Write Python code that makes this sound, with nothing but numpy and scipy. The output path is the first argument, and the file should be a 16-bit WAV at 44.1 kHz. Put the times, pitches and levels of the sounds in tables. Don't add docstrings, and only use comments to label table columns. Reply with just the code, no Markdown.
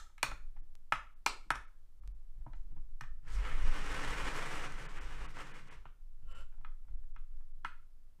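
import sys
import numpy as np
from scipy import signal
from scipy.fft import rfft, irfft, next_fast_len
from scipy.io import wavfile
from scipy.ndimage import uniform_filter1d

SR = 44100
rng = np.random.default_rng(int(sys.argv[2]) if len(sys.argv) > 2 else 0)


def magnitude_from_level(level_db):
    exponent = np.asarray(level_db, float) / 20
    return 10 ** exponent


def dump_mix(stems):
    frames = np.atleast_2d(stems).T
    limited = np.clip(frames, -1, 1)
    pcm = np.round(limited * 32767).astype(np.int16)
    wavfile.write(sys.argv[1], SR, pcm)


N = 361619
LEAD = SR // 4

# pitch_hz, width_hz, knocked_db, shaken_by_motor_db
CASING = [(282.8, 36, -5.5, -2.5), (477, 120, -17.5, -23.5), (796, 88, -4.5, -9.5), (927, 160, 6, -9.5),
          (1060, 210, -14, -5.5), (1123.5, 75, -8, -2), (1320, 26, -6, 2.5), (1644, 81, -3.5, -12),
          (1745, 70, -4, -6), (2022, 37, -9.5, 0), (2200, 54, -10, -1), (2456, 54, -6.5, -3.5),
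          (2858, 60, -10.5, -2), (3334, 110, -7, -9), (4120, 160, -4.5, -42.5), (5020, 430, 1, -17.5),
          (5663, 250, 3.5, -12), (5800, 430, -1, -30), (7470, 250, -1, -20.5), (8100, 350, -3.5, -23.5),
          (10100, 350, -4.5, -20), (11000, 2700, -16, -25.5)]
# pitch_hz, density_db_per_hz
WHIRR_COLOUR = [(100, -65), (170, -32.5), (283, -5.5), (369, -11), (518, -5.5), (614, -16), (1040, -6.5),
                (1840, -6.5), (3690, -15.5), (8470, -21), (15500, -43.5)]
# time_s, depth_db
THROB_DEPTH = [
    (3.5, 0),
    (3.75, 0.5),
    (4.0, 0),
    (4.45, 0.5),
    (4.7, -0.5),
]
THROB_HZ, THROB_PEAK_S = 11.96, 4.09
FLARE_HZ, FLARE_DB, FLARE_PEAK_S = 1730, 10, 4.115
WAKING_HZ, WAKING_DB = 1320, 6
BASS_WAKES_S, BASS_WAKE_LENGTH_S, BASS_LATE_DB = 3.58, 0.1, -3
BROAD_LATE_DB = -2


def motor():
    casing_db, rattle_db, hum_db = running()
    waking = in_time([(BASS_WAKES_S, 1), (BASS_WAKES_S + BASS_WAKE_LENGTH_S, 0)])[0]
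    t = np.arange(N) / SR
    turn = 2 * np.pi * THROB_HZ * (t - THROB_PEAK_S)
    throb_db = in_time(THROB_DEPTH)[0] * (np.cos(turn) + 1.1 * np.cos(2 * turn))
    throb_db += 1.68 * (1 - 0.7 * waking) * drift(28)
    flare_db = FLARE_DB * np.cos(2 * np.pi * THROB_HZ * (t - FLARE_PEAK_S))

    shake = grit(16000, spread_db=3.0)
    rings = 0
    for k, (hz, width, _, shaken_db) in enumerate(CASING):
        near_flare = np.exp(-(np.log(hz / FLARE_HZ) / 0.11) ** 2)
        near_waking = np.exp(-(np.log(hz / WAKING_HZ) / 0.08) ** 2)
        uneven_db = 2.3 * drift(5.1) + 2.85 * drift(45)
        panel_db = uneven_db + flare_db * near_flare + WAKING_DB * waking * near_waking
        rings = rings + (-1) ** k * magnitude_from_level(panel_db) * resonate(shake, [(hz, width, shaken_db)])

    broad = coloured(grit(16000, spread_db=1.5), WHIRR_COLOUR)
    body = rms_one(rings) + magnitude_from_level(BROAD_LATE_DB * waking) * broad
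    low, high = split(body, 3500)
    bass, middle = split(low, 630, order=2)
    low = magnitude_from_level(BASS_LATE_DB * waking) * bass - middle
    whirr = rms_one(low) + magnitude_from_level(rattle_db) * rms_one(high)
    return magnitude_from_level(casing_db - 0.5 + throb_db) * whirr, magnitude_from_level(hum_db + 1.74) * table_hum()


# time_s, level_db
LOAD = [
    (3.282, -53.5),
    (3.43, -55.5),
    (3.66, -46.5),
    (3.95, -41.5),
    (4.4, -41.5),
    (4.65, -43.5),
    (4.71, -50),
    (5.269, -52.5),
    (5.73, -55.5),
]
# peak_s, level_db, half_length_s
CATCHES = [(3.46, 11.5, 0.15), (3.59, 0.5, 0.044), (3.752, 2, 0.048), (3.828, -5.5, 0.034),
           (3.948, 5, 0.02), (4.2, 2, 0.034), (4.28, 3, 0.026), (4.375, 5.5, 0.025), (4.98, 2, 0.046),
           (5.09, -1, 0.1), (5.23, 2.5, .05), (5.322, -10, 0.044), (5.408, 7, 0.038), (5.65, -13.5, 0.048)]
SPIN_UP_DB_PER_S, RUN_DOWN_DB_PER_S = 484.5, 165.5
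RATTLE_DB, RATTLE_LAG = -14.5, 0.3
SQUEAL_S, SQUEAL_DB, SQUEAL_HALF_S = 3.34, 10, 0.062
TABLE_HUM_DB, TABLE_HUM_SHARE = -28.5, 0.64
BEAT_HZ, BEAT_PEAK_S, BEAT_DB, BEAT_FADE_S = 7.23, 3.8, 5, 0.6


def running():
    t, start, stop = np.arange(N) / SR, LOAD[0][0], LOAD[-1][0]
    load_db, = in_time(LOAD)
    ends_db = -SPIN_UP_DB_PER_S * np.maximum(start - t, 0) - RUN_DOWN_DB_PER_S * np.maximum(t - stop, 0)
    catch_db = sum(swell(s, db, half, half) for s, db, half in CATCHES)
    squeal_db = swell(SQUEAL_S, SQUEAL_DB, SQUEAL_HALF_S, SQUEAL_HALF_S)
    rattle_db = RATTLE_DB - RATTLE_LAG * catch_db + squeal_db
    beat_fade = np.exp(-np.maximum(t - start, 0) / BEAT_FADE_S)
    beat_db = BEAT_DB * beat_fade * np.cos(2 * np.pi * BEAT_HZ * (t - BEAT_PEAK_S))
    hum_db = TABLE_HUM_DB + TABLE_HUM_SHARE * load_db + beat_db + ends_db
    return load_db + catch_db + ends_db, rattle_db, hum_db


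# start_s, peak_db
SNAPS = [(3.3992, -47), (3.497, -52), (3.6277, -48), (3.7419, -52.5), (3.9444, -39), (4.1051, -40),
         (4.1944, -43), (4.2844, -44), (4.364, -36), (4.4594, -42), (4.5544, -39), (4.722, -43),
         (5.4194, -49)]


def snaps():
    out, t = np.zeros(N), np.arange(SR // 40) / SR
    for s, db in SNAPS:
        out[round(s * SR):][:len(t)] += magnitude_from_level(db - 3.5) * np.exp(-t / 0.0017) * rng.standard_normal(len(t))
    bright = split(out + 1e-18, 4010, order=2)[1]
    return split(bright, 9200, order=3)[0]


SNAP_ABOVE_HZ = 2300


def knocks():
    out, t = np.zeros((2, N + LEAD + SR)), np.arange(SR // 16) / SR
    hz, width, level_db = np.transpose(CASING)[:3, :, None]
    for s, peak_db, own_hz, low_db, high_db, _ in contacts():
        luck = rng.standard_normal((3, len(CASING), 1))
        late = np.maximum(t - 0.0018 * abs(luck[0]), 0)
        waves = magnitude_from_level(level_db) * np.sign(luck[2]) * np.sin(2 * np.pi * hz * late)
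        own = np.sin(2 * np.pi * own_hz * t)
        crack = np.exp(-t / 0.003) * rng.standard_normal(len(t))

        direct = (magnitude_from_level(1.9 * luck[1]) * waves * np.exp(-np.pi * 1.3 * width * late)).sum(0)
        direct += magnitude_from_level(4.0) * np.exp(-t / 0.0037) * own + magnitude_from_level(-2.5) * crack
        blurred = (waves * np.exp(-np.pi * 4 * width * late)).sum(0) + np.exp(-t / 0.002) * own
        blurred += magnitude_from_level(11.0) * np.exp(-t / 0.0005) * crack
        blurred += magnitude_from_level(-8.0) * np.exp(-t / 0.003) * own * (own_hz < SNAP_ABOVE_HZ)

        low, rest = split(np.array([direct, blurred]), 950)
        low = split(low, 390, order=2)[1]
        middle, high = split(rest, 2900)
        high = split(high, 10500, order=2)[0]
        soft_db = 0.92 * min(peak_db + 49.0, 0)
        high_gain = magnitude_from_level(np.array([[high_db + 7.5], [0.76 * high_db + 2.5]]) + soft_db)
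        low_gain = magnitude_from_level(np.array([[low_db + 6.5], [0.79 * low_db + 1.5]]))
        sound = low_gain * low + middle + high_gain * high
        sound[1] *= np.sqrt(np.sum(sound[0] ** 2) / np.sum(sound[1] ** 2))
        at = round(s * SR) + LEAD
        out[:, at:at + len(t)] += magnitude_from_level(peak_db) * sound / abs(sound[0]).max()
    return out[:, :N + LEAD]


# start_s, peak_db, ring_hz, low_modes_db, high_modes_db
EARLIER_KNOCK = [
    (-0.082, -18, 1320, -25, -5.5),
]
# start_s, peak_db, ring_hz, low_modes_db, high_modes_db
CLICKS = [(0.18, -47.5, 2200, -39, -12), (0.229, -16, 2400, -12.5, -6), (0.28, -42, 2260, -1, -15),
          (0.314, -35.5, 1370, -8, -21), (0.922, -15.5, 1284, -14.5, -25.5),
          (1.262, -17, 2400, -13.5, -8.5), (1.504, -16.5, 1310, -12, -18.5),
          (1.554, -34.5, 1185, -13, -15.5), (2.463, -44, 1008, 15, -43), (2.533, -48.5, 870, -7.5, -15),
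          (3.009, -34.5, 1780, -13, -14), (3.035, -44, 1790, -24, -28.5), (5.369, -40.5, 1450, -1, -21),
          (5.854, -42, 1363, -7, -35), (6.647, -40, 1255, -23, -58.5), (7.162, -46, 1320, -17.5, -18.5),
          (7.647, -28.5, 1320, -35.5, -31.5)]
# start_s, peak_db, ring_hz, table_thump_db
TOUCHES = [(0.098, -65.5, 865, -86), (0.563, -57.5, 800, -75.5), (0.571, -60, 1824, -74),
           (2.035, -61, 1220, -70.5), (2.411, -69.5, 844, -71.5), (2.719, -66, 940, -59.5),
           (2.763, -58.5, 890, -58), (2.778, -62, 1060, -76), (6.524, -64, 1450, -84),
           (6.541, -63.5, 1465, -76.5), (6.581, -65, 875, -71.5), (6.611, -60.5, 877, -72.5),
           (6.85, -72, 900, -82), (6.882, -64.5, 1350, -77.5), (7.036, -66.5, 1774, -84),
           (7.408, -65.5, 1300, -77), (8.189, -73, 937, -64.5)]
TOUCH_LOW_DB, TOUCH_HIGH_DB = -6, -16
THUMP_DB, THUMP_SHARE = -36, 0.52
SNAP_THUMP_DB = -11


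def contacts():
    struck = []
    for s, peak_db, ring_hz, low_db, high_db in EARLIER_KNOCK + CLICKS:
        thump_db = THUMP_DB + THUMP_SHARE * (peak_db + low_db) + SNAP_THUMP_DB * (ring_hz > SNAP_ABOVE_HZ)
        struck.append((s, peak_db, ring_hz, low_db, high_db, thump_db))
    for s, peak_db, ring_hz, thump_db in TOUCHES:
        struck.append((s, peak_db, ring_hz, TOUCH_LOW_DB, TOUCH_HIGH_DB, thump_db))
    return sorted(struck)


# time_s, level_db
NUDGE = [
    (6.22, -98),
    (6.226, -77),
    (6.248, -84),
    (6.308, -60.5),
    (6.414, -57),
    (6.484, -100),
    (6.52, -79),
]
# pitch_hz, width_hz, level_db
NUDGE_RINGS = [(523, 54.2, -5.5), (1090, 22, -1), (1370, 37, 0.5), (2730, 82, -7.5), (2980, 52, -5),
               (5550, 22, -28), (7370, 150, -15.5), (8460, 100, -25), (10400, 63, -21), (11570, 79, -24.5)]


def nudge():
    before, after = (NUDGE[0][0] - 0.03, -120), (NUDGE[-1][0] + 0.028, -120)
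    level_db, = in_time([before] + NUDGE + [after])
    slip = grit(6000, spread_db=2.5)
    broad = rms_one(resonate(slip, [(863, 880, 0.5), (7150, 3500, -14.0)]))
    feet = rms_one(rms_one(resonate(slip, NUDGE_RINGS)) + magnitude_from_level(-8) * broad)
    return magnitude_from_level(level_db - 3.0) * feet, magnitude_from_level(level_db - 10) * table_hum()


# start_s, top_db, panel_db
PUSHES = [(0.234, -44.5, -57), (0.613, -64, -69), (0.726, -68.5, -78), (1.458, -64, -64),
          (2.139, -69.5, -81), (2.384, -55, -80), (2.643, -75, -68), (2.909, -71.5, -74.5),
          (3.017, -47.5, -62), (3.229, -57, -71), (6.059, -72.5, -85), (6.226, -56, -74), (6.586, -63, -74),
          (6.896, -62.5, -83.5), (6.949, -66, -77), (7.228, -72, -83), (7.581, -59, -84),
          (7.641, -58, -55.5)]
TABLE_HZ = 128.7


def table_top():
    out, t = np.zeros(N + SR), np.arange(SR // 5) / SR
    thumps = [(k[0], k[5] + 7, k[5] - 3) for k in contacts()[1:]]
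    for s, top_db, panel_db in thumps + PUSHES:
        detune = 1 + 0.03 * rng.standard_normal(3)
        boom = magnitude_from_level(top_db) * np.exp(-t / 0.023) * np.sin(2 * np.pi * TABLE_HZ * detune[0] * t)
        for panel_hz, off in zip((210, 310), detune[1:]):
            boom += magnitude_from_level(panel_db) * np.exp(-t / 0.019) * np.sin(2 * np.pi * panel_hz * off * t)
        at = round(s * SR)
        out[at:at + len(t)] += (1 - np.exp(-t / 0.0031)) * boom
    return out[:N]


def table_hum():
    return rms_one(resonate(rng.standard_normal(N), [(TABLE_HZ, 22, 0), (195, 30, -8)]))


# time_s, level_db
ROCKING = [(0, -46), (.36, -43), (.43, -36.5), (.62, -39), (1.0, -48), (1.55, -44), (1.98, -48.5),
           (2.5, -33.5), (3.22, -38), (3.45, -31.5), (3.68, -23), (3.85, -33.5), (5.2, -37.5), (5.8, -46),
           (6.37, -36.5), (6.96, -35.5), (7.4, -36), (8.2, -50.5)]
# peak_s, level_db
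JOLTS = [(0.0, -52), (0.321, -40), (0.98, -50.5), (1.3, -56.5), (1.57, -45), (2.08, -40), (2.4, -46.5),
         (2.58, -45), (2.7, -46), (2.81, -50.5), (3.11, -46.5), (3.38, -30), (3.54, -41), (3.63, -34),
         (3.9, -40.5), (4.1, -40.5), (4.24, -40), (4.56, -45), (4.75, -44), (5.04, -42.5), (5.209, -41.5),
         (5.399, -53), (5.55, -64), (5.78, -49), (6.26, -43.5), (6.4, -49.5), (6.92, -42), (7.35, -50.5),
         (7.69, -49)]
# pitch_hz, width_hz, level_db
SWAY_MODES = [(12.02, 4, 5.5), (25.5, 9, -3.5)]
LEG_MODES = [(43.64, 2.6, 0)]
BRACE_MODE = [(83, 14, 0)]
LEGS_REST_DB, JOLT_RISE_DB_PER_S, JOLT_FALL_DB_PER_S = -68, 200.5, 152.5
JOLT_ROCKS = 0.05


def sway():
    rocking_db, = in_time(ROCKING)
    jolts_db = []
    for s, db in JOLTS:
        lift_db = max(db - LEGS_REST_DB, 1)
        jolts_db.append(swell(s, lift_db, lift_db / JOLT_RISE_DB_PER_S, lift_db / JOLT_FALL_DB_PER_S))
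    lift_db = np.max(jolts_db, axis=0)
    legs_db = LEGS_REST_DB + lift_db
    even = []
    for modes in (SWAY_MODES, LEG_MODES):
        slow = rms_one(resonate(resonate(rng.standard_normal(N + SR), modes), modes)[SR:])
        even.append(slow / np.sqrt(uniform_filter1d(slow ** 2, size=SR // 6) + 0.23))
    motion = magnitude_from_level(rocking_db - 1.0 + JOLT_ROCKS * lift_db) * even[0] + magnitude_from_level(legs_db) * even[1]
    low_motion = split(motion, 75)[0]
    brace = rms_one(resonate(rng.standard_normal(N), BRACE_MODE))
    return low_motion + magnitude_from_level(0.6 * legs_db - 40.5) * brace


# pitch_hz, t60_s
ROOM_T60 = [(100, 0.5), (700, 0.25), (1800, 0.28), (5000, 0.28), (13000, 0.077)]


def room(x):
    t, echo = np.arange(SR // 2) / SR, 0
    for hz in 90 * 2. ** np.arange(8):
        octave = signal.butter(2, [hz / np.sqrt(2), hz * np.sqrt(2)], "band", fs=SR, output="sos")
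        decay = magnitude_from_level(-60 * t / at_hz(ROOM_T60, hz)) + magnitude_from_level(-17.5 - 60 * t / 0.45)
        echo = echo + signal.sosfilt(octave, rng.standard_normal(len(t))) * decay
    echo *= np.clip((t - 0.002) / 0.0045, 0, 1)
    return magnitude_from_level(-9.5) * signal.fftconvolve(x, echo / np.sqrt(np.sum(echo ** 2)))[:len(x)]


# start_s, peak_db
TICKS = [
    (0.753, -39),
    (2.076, -39.5),
    (7.37, -54),
]


def ticks():
    out = np.zeros(N)
    for s, db in TICKS:
        out -= magnitude_from_level(db - 2.0) * np.exp(-((np.arange(N) / SR - s - 0.0005) / 0.00003) ** 2)
    return out


# pitch_hz, density_db_per_hz
HISS = [(35, -27), (60, 4.5), (193, -10), (380, -16), (924, -20), (1060, -24), (1200, -19.5), (1620, -23),
        (2410, -26), (16000, -30.5)]
# pitch_hz, rms_db
HUM = [(72, -81), (1077, -100)]


def noise_floor():
    lines = sum(magnitude_from_level(db + 3.0) * np.sin(2 * np.pi * hz * np.arange(N) / SR) for hz, db in HUM)
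    return magnitude_from_level(-81.5 + 4.0) * coloured(rng.standard_normal(N), HISS) + lines


def grit(per_s, spread_db):
    sizes = magnitude_from_level(spread_db * np.minimum(rng.exponential(1, N), 4)) * rng.standard_normal(N)
    return sizes * (rng.random(N) < per_s / SR) + 1e-18


def resonate(x, modes):
    out = 0
    for k, (hz, width, db) in enumerate(modes):
        r = np.exp(-np.pi * abs(width) / SR)
        a = [1, -2 * r * np.cos(2 * np.pi * hz / SR), r * r]
        b = [(1 - r * r) / 2, 0, (r * r - 1) / 2]
        out = out + (-1) ** k * magnitude_from_level(db) * signal.lfilter(b, a, x)
    return out


def coloured(x, spectrum):
    size = next_fast_len(len(x))
    gain = magnitude_from_level(at_hz(spectrum, np.fft.rfftfreq(size, 1 / SR)))
    return rms_one(irfft(rfft(x, size) * gain, size)[:len(x)])


def split(x, hz, order=5):
    return [signal.sosfilt(signal.butter(order, hz, kind, fs=SR, output="sos"), x) for kind in ("low", "high")]


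def drift(rate_hz):
    lowpass = signal.butter(1, rate_hz, fs=SR / 64, output="sos")
    slow = signal.sosfiltfilt(lowpass, rng.standard_normal(N // 64 + 2))
    return np.interp(np.arange(N) / 64, np.arange(len(slow)), rms_one(slow))


def swell(s, db, before_s, after_s):
    return in_time([(s - before_s, 0), (s, db), (s + after_s, 0)])[0]


def in_time(rows):
    s, *columns = np.transpose(rows)
    return [np.interp(np.arange(N) / SR, s, c) for c in columns]


def at_hz(points, hz):
    points_hz, values = np.transpose(points)
    return np.interp(np.log(hz + 1e-3), np.log(points_hz), values)


def rms_one(x):
    return x / np.sqrt(np.mean(x ** 2) + 1e-20)


def scene():
    casing = knocks()
    (whirr, hum), (slip, rumble) = motor(), nudge()
    casing[:, LEAD:] += whirr + slip + snaps()
    airborne = (casing[0] + room(casing[1]))[LEAD:]
    table = table_top() + hum + rumble + sway()
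    return (airborne + table + ticks() + noise_floor())[None]


# centre_s, level_db, above_hz
STARVED = [(.62, -14, 2500), (1.15, -14, 3000), (1.535, -9, 3300), (1.665, -14, 6000), (2.01, -12, 1500),
           (2.135, -14, 1800), (2.54, -14, 4600), (2.735, -16, 2500), (4.878, -35, 3300),
           (4.998, -22, 3300), (5.275, -28, 3300), (5.53, -16, 3300), (5.698, -30, 3300), (6.34, -16, 3300),
           (6.595, -14, 2500), (6.96, -14, 3000), (7.13, -14, 2000), (7.172, -14, 4800), (7.535, -14, 1800)]


def starve(x):
    out, half = x.copy(), SR // 20
    dip = np.exp(-(np.arange(-half, half) / SR / 0.011) ** 4)
    for s, db, above_hz in STARVED:
        part = slice(round(s * SR) - half, round(s * SR) + half)
        highpass = signal.butter(4, above_hz, "high", fs=SR, output="sos")
        out[:, part] -= (1 - magnitude_from_level(db)) * dip * signal.sosfiltfilt(highpass, x[:, part])
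    return out


def low_pass(x):
    return signal.sosfilt(signal.butter(12, 16480, fs=SR, output="sos"), x)


def record(dry):
    lowpass = signal.cheby2(16, 50, 15900, fs=SR, output="sos")
    mix = starve(signal.sosfilt(lowpass, dry))
    return low_pass(mix)


dry = scene()
out = record(dry)
dump_mix(out)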